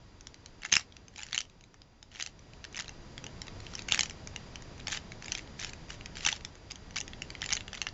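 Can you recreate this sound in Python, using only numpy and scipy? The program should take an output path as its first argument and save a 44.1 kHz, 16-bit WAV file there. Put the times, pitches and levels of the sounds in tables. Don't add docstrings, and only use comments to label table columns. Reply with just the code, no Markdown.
import sys
import numpy as np
from scipy import signal
from scipy.fft import rfft, irfft, next_fast_len
from scipy.io import wavfile

SR = 44100
rng = np.random.default_rng(int(sys.argv[2]) if len(sys.argv) > 2 else 0)


def master_out(mix):
    frames = np.transpose(np.atleast_2d(mix))
    ceiling = np.clip(frames, -1, 1)
    pcm = np.round(ceiling * 32767).astype(np.int16)
    wavfile.write(sys.argv[1], SR, pcm)


N = 349713


def undb(db):
    return 10 ** (np.asarray(db) / 20)


def unit_rms(x):
    return x / np.sqrt(np.mean(x ** 2))


def ring(hz, t60, t):
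    return np.sin(2 * np.pi * hz * t) * np.exp(-np.log(1000) * t / t60)


# (frequency [Hz], relative spectral density [dB])
HISS_SPECTRUM = [(12, -38.5), (20, -2.5), (55, -7), (97, -7), (547, -21), (652, -21.5), (974, -25.5),
                 (2400, -30.5), (3160, -32), (3500, -32), (4270, -33), (4970, -33.5), (8000, -37.5),
                 (10400, -69), (17600, -120)]
# (frequency [Hz], level re the background envelope [dB])
WHINE_PARTIALS = [(959.6, -22), (1920, -24.5), (4799.5, -19), (5760, -32)]
# (time [s], level [dB])
BACKGROUND_ENVELOPE = [(0.0, -56.5), (0.55, -55.5), (1.99, -61), (2.45, -55), (2.58, -53), (3.56, -48),
                       (6.2, -49.5), (6.58, -52.5), (7.42, -48), (7.93, -51.5)]

def background():
    size = next_fast_len(N)
    bin_hz = np.arange(size // 2 + 1) * SR / size
    hiss_hz, hiss_db = np.transpose(HISS_SPECTRUM)
    colour = undb(np.interp(np.log(bin_hz + 1), np.log(hiss_hz), hiss_db))
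    noise = irfft(rfft(rng.standard_normal(size)) * colour, size)[:N]
    hiss = undb(1.0) * unit_rms(noise)
    t = np.arange(N) / SR
    whine = sum(undb(db) * np.sqrt(2) * np.sin(2 * np.pi * hz * t) for hz, db in WHINE_PARTIALS)
    swell = undb(np.interp(t, *np.transpose(BACKGROUND_ENVELOPE)))
    return swell * (hiss + whine)


def room(source, t60_s=0.12, build_s=0.0088, level_db=-13.5):
    t = np.arange(8192) / SR
    envelope = np.exp(-np.log(1000) * t / t60_s) * np.clip(t / build_s, 0, 1)
    tail = rng.standard_normal(len(t)) * envelope
    tail /= np.sqrt(np.sum(tail ** 2))
    return undb(level_db) * signal.fftconvolve(source, tail)[:N]


def thuds(impacts, hz=178, t60_s=0.013, gain_db=-12):
    times, level_db = np.transpose(impacts)[:2]
    jolts = np.zeros(N)
    np.add.at(jolts, (times * SR).astype(int), undb(gain_db + 2 * level_db))
    return signal.fftconvolve(jolts, ring(hz, t60_s, np.arange(4096) / SR))[:N]


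# (frequency [Hz], relative level [dB], T60 before added damping [s])
SHELL_MODES = [(420, -20.5, 0.036), (838, -2.5, 0.054), (1140, -33, .02), (1600, -35, 0.017),
               (1894, -11, 0.099), (2275, -3.5, 0.039), (2760, 1.5, 0.029), (3198, 2.5, 0.02),
               (3788, 4.5, 0.013), (4450, 4, 0.016), (5303, 6.5, 0.013), (6066, 8, 0.014),
               (6750, -3, 0.016), (7400, 1, 0.031)]
# (start [s], fastest moment [s], other edge [s], scrape level [dB], rattle level [dB]) rows
LAYER_TURNS = [(0.619, 0.661, 0.85, -57, -35.5), (0.709, 0.757, 0.82, -49, -28.5),
               (1.124, 1.214, 1.39, -54.5, -37.5), (1.31, 1.36, 1.46, -64, -28.5),
               (2.097, 2.225, 2.3, -52.5, -41), (2.723, 2.791, 2.96, -62, -33),
               (3.594, 3.78, 3.82, -51.5, -43), (3.863, 3.923, 4.08, -43, -25.5),
               (4.868, 4.929, 4.99, -38.5, -26.5), (5.201, 5.309, 5.43, -49.5, -30),
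               (5.568, 5.637, 5.71, -43.5, -31), (5.88, 5.903, 5.96, -45.5, -44),
               (6.147, 6.283, 6.38, -42, -29.5), (6.695, 6.724, 6.2, -60, -41),
               (6.941, 6.976, 6.93, -50, -31.5), (7.396, 7.52, 7.62, -52, -24.5),
               (7.718, 7.779, 7.92, -56, -38)]
SLOW_DB = -8

def scrape(ticks_per_s=600, fade_s=0.036, t60_share=0.11):
    t = np.arange(N) / SR
    envelope = np.zeros(N)
    for start, fastest, edge, level_db, _ in LAYER_TURNS:
        fade = np.clip(np.minimum(t - start, edge + 0.016 - t) / fade_s, 0, 1)
        speed_db = np.interp(t, [start, fastest, edge], [SLOW_DB, 0, SLOW_DB])
        envelope += fade * undb(level_db + speed_db)
    catches = rng.random(N) < ticks_per_s / SR
    tick_db = np.minimum(10 * rng.standard_exponential(N), 16)
    ticks = catches * undb(tick_db) * rng.choice([-1, 1], N)
    friction = unit_rms(ticks) + 0.61 * rng.standard_normal(N)
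    shell = sum(undb(db) * ring(hz, t60_share * t60, t[:1024]) for hz, db, t60 in SHELL_MODES)
    return envelope * unit_rms(signal.fftconvolve(friction, shell)[:N])


def rattle_impacts(per_turn=9, spread_db=7.5, low_hz=1700, high_hz=3200):
    start, fastest, edge, _, rattle_db = np.transpose(LAYER_TURNS)[:, :, None]
    draws = rng.random((len(LAYER_TURNS), per_turn, 5))
    side, distance, strength, pitch, treble = np.moveaxis(draws, 2, 0)
    away = distance ** 1.5
    times = fastest + away * (np.where(side < 0.5, start, edge) - fastest)
    level_db = rattle_db + SLOW_DB * away + spread_db * (2 * strength - 1)
    piece_hz = low_hz + pitch * (high_hz - low_hz)
    treble_db = 10 * treble - 7
    return np.stack([times, level_db, piece_hz, treble_db], axis=2).reshape(-1, 4)


# (time [s], level [dB], piece frequency [Hz], treble re middle [dB])
SNAP_IMPACTS = [(0.2091, -35, 5750, -2), (0.2701, -28, 6030, 19), (0.3432, -37, 4650, 7),
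                (0.46, -32, 3040, -2), (0.6336, -29, 2880, -2), (0.6502, -20, 2240, -2),
                (0.6567, -31, 1980, -18), (0.7163, -27.5, 6400, -6), (0.7216, -17, 2900, 5),
                (0.7249, -10, 1910, -3), (0.7276, -7, 6270, 7), (0.7379, -9, 5250, -9),
                (0.7537, -13, 3640, 8), (0.7663, -8, 2690, 4), (0.808, -34, 1420, -16),
                (0.811, -41, 1920, -8), (0.923, -43.5, 5640, -6), (0.9667, -34.5, 2540, 2),
                (1.0819, -34, 6240, -4), (1.1604, -34, 3230, 4), (1.1762, -35, 1810, 7),
                (1.1804, -30.5, 3060, -2.5), (1.193, -29, 2520, -2), (1.2324, -25.5, 6870, 1),
                (1.3294, -17, 4520, 7), (1.3454, -15.5, 3830, 0), (1.3614, -34, 2520, 4),
                (1.378, -13.5, 3080, 1), (1.3875, -19.5, 4820, 2), (1.4046, -25, 5490, 8),
                (1.4976, -43.5, 4200, 1), (1.6093, -43.5, 6500, 4), (1.639, -42.5, 2450, 12),
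                (1.742, -40, 2230, -3.5), (1.8177, -36.5, 4260, 6), (2.0277, -32.5, 3700, 6.5),
                (2.116, -43, 2930, -3), (2.1268, -44.5, 1980, -10), (2.1493, -36, 1920, -4),
                (2.1578, -33.5, 2860, -17), (2.168, -36, 2480, -5), (2.1988, -23, 2910, -2),
                (2.2075, -23, 4650, -4), (2.2112, -23, 5790, -4), (2.224, -17.5, 4820, 8),
                (2.238, -32, 3170, 8), (2.2623, -23, 2690, 3), (2.273, -28, 5250, 4), (2.392, -41, 5840, 3),
                (2.5346, -41, 3140, -11), (2.6415, -27, 3140, 3), (2.6495, -28.5, 1790, -2),
                (2.7456, -30, 2370, -2), (2.7577, -30, 2990, -4), (2.7663, -29, 5940, -5),
                (2.7733, -22.5, 2170, 2), (2.7905, -22, 2130, 4), (2.797, -23, 4930, -4),
                (2.8036, -24, 1660, -6), (2.808, -29, 4070, 9), (2.8582, -39, 2300, -11),
                (2.8928, -30.5, 6120, -13), (3.1787, -24.5, 2200, 0), (3.2412, -27, 2970, 0),
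                (3.2656, -27, 2500, 0), (3.4177, -23, 2200, 0), (3.4685, -34, 1550, -9),
                (3.4809, -29.5, 1940, -8), (3.6028, -36, 2240, 9), (3.6666, -30.5, 3080, -7),
                (3.7365, -30, 1490, 7), (3.7519, -25, 5580, 5), (3.792, -26.5, 1960, -3),
                (3.82, -31.5, 2500, 9), (3.8841, -25.5, 1590, -9), (3.896, -31, 2760, -10),
                (3.911, -25, 2950, -9), (3.9216, -8, 3570, -4), (3.939, -26, 6270, -1),
                (3.9449, -11.5, 2540, 9), (3.9572, -20, 3570, 3), (3.992, -11, 2480, 4),
                (4.0081, -10.5, 6010, -4), (4.0324, -19, 6740, -1), (4.0576, -29, 3080, -1),
                (4.097, -27.5, 3210, 14), (4.1082, -28.5, 2370, 7), (4.273, -25.5, 5490, -5),
                (4.3612, -22.5, 2970, -3), (4.5571, -28, 3100, -2), (4.622, -34, 1960, -1),
                (4.7797, -38, 2950, 0), (4.7964, -37, 1810, -13), (4.8002, -33, 1830, -4),
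                (4.8093, -42, 2610, -16), (4.8704, -21, 2730, 0), (4.8814, -18.5, 6520, -8),
                (4.9193, -25, 2760, 2), (4.9283, -18, 1720, -12), (4.9404, -29, 6090, -4),
                (4.9467, -26, 2000, -2), (4.973, -24, 3010, -6), (5.1196, -30, 2260, -6.5),
                (5.2236, -31.5, 2170, -7), (5.244, -30, 1790, -6), (5.2596, -32, 2000, 1),
                (5.2817, -25.5, 2370, -9), (5.3199, -18, 6140, 5), (5.3509, -22, 2220, -9),
                (5.4192, -47, 1870, 8), (5.4747, -38, 2090, -9), (5.5937, -28, 5710, -12),
                (5.5971, -28, 6140, 2), (5.6151, -29, 1990, -5), (5.6267, -26, 3530, -6),
                (5.634, -30, 3080, 0), (5.6466, -20, 2710, -1), (5.6942, -34, 2840, -6),
                (5.7332, -31.5, 2930, -0.5), (5.904, -25.5, 1940, -3), (6.0102, -32, 2650, -17),
                (6.0589, -25, 5340, -1.5), (6.1545, -31.5, 2950, 8), (6.1692, -27, 1720, -3),
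                (6.183, -35, 4180, 3), (6.2071, -29, 2890, -3), (6.2499, -17, 2820, 1),
                (6.2629, -12, 6030, -1), (6.2658, -10.5, 2410, -7), (6.2739, -13.5, 1810, 1),
                (6.2867, -18, 5730, -4), (6.29, -17, 1530, 5), (6.3177, -27, 5680, -6),
                (6.3262, -20.5, 3420, -7), (6.362, -35.5, 4870, 9), (6.4084, -39, 2630, -2),
                (6.4487, -23, 6680, 5), (6.7098, -27, 2910, 2), (6.7177, -28, 5710, 7),
                (6.7572, -31, 3270, 6), (6.9076, -33, 2890, 10), (6.9591, -21.5, 5230, -2),
                (6.9664, -17.5, 3940, 1), (6.9776, -27, 6590, 12), (6.984, -24, 2670, 8),
                (7.0038, -22, 6050, 3), (7.0116, -19, 6010, -1), (7.0791, -28.5, 1890, -6),
                (7.1337, -32.5, 1870, -13), (7.2201, -22.5, 2840, 9), (7.303, -27, 2240, -1),
                (7.351, -29, 2480, -17), (7.4178, -19.5, 2330, -7), (7.4273, -24, 1920, -9),
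                (7.4606, -24, 2970, 12), (7.4903, -24, 1960, -9), (7.5132, -28, 2130, -11),
                (7.526, -14.5, 2260, 13), (7.532, -14.5, 5960, 5), (7.5672, -22, 2280, -9),
                (7.5736, -27, 2390, -12), (7.6122, -43, 2110, -13), (7.6801, -27, 2130, -6),
                (7.731, -26.5, 1870, -2), (7.744, -29, 2670, -2), (7.7496, -29.5, 2150, 0),
                (7.757, -35, 6120, 1), (7.773, -36, 2020, -8), (7.778, -31, 1490, -8),
                (7.8166, -18, 2800, 6), (7.827, -34, 2910, -3), (7.8681, -17.5, 2820, -9),
                (7.887, -27, 5640, 11)]

def snaps(impacts, treble_hz=3800, grip_t60_share=0.5):
    times, level_db, piece_hz, treble_db = impacts.T[:, :, None]
    hz, db, t60 = np.transpose(SHELL_MODES)
    modes = len(hz)
    t = np.arange(1024) / SR
    draws = rng.standard_normal((len(times), 2 * modes + 256))
    share, detune, chatter = np.split(draws, [modes, 2 * modes], axis=1)
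    gain = undb(db + treble_db * (hz > treble_hz) + 3 * share)
    shifted_hz = hz * (1 + 0.062 * detune)
    shell = sum(gain[:, [k]] * ring(shifted_hz[:, [k]], grip_t60_share * t60[k], t) for k in range(modes))
    piece = undb(8 + np.maximum(treble_db, 0)) * ring(piece_hz, t60=0.007, t=t)
    force = chatter ** 3 * t[:256] ** 0.63 * np.exp(-t[:256] / 0.0006)
    clicks = signal.fftconvolve(shell + piece, force, axes=1)
    clicks *= undb(level_db + 3.23) / np.abs(clicks).max(axis=1, keepdims=True)
    onsets = ((times - 0.0004) * SR).astype(int)
    track = np.zeros(N + clicks.shape[1])
    np.add.at(track, onsets + np.arange(clicks.shape[1]), clicks)
    return track[:N]


def scene():
    impacts = np.vstack([SNAP_IMPACTS, rattle_impacts()])
    vibration = snaps(impacts) + scrape()
    radiation = signal.butter(2, 1320, "high", fs=SR, output="sos")
    cube = signal.sosfilt(radiation, vibration) + thuds(SNAP_IMPACTS)
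    return (cube + room(cube) + background())[None]


def record(dry, cutoff_hz=7300, noise_db=-101):
    low_pass = signal.butter(30, cutoff_hz, fs=SR, output="sos")
    return signal.sosfilt(low_pass, dry) + undb(noise_db) * rng.standard_normal(dry.shape)


dry = scene()
out = record(dry)
master_out(out)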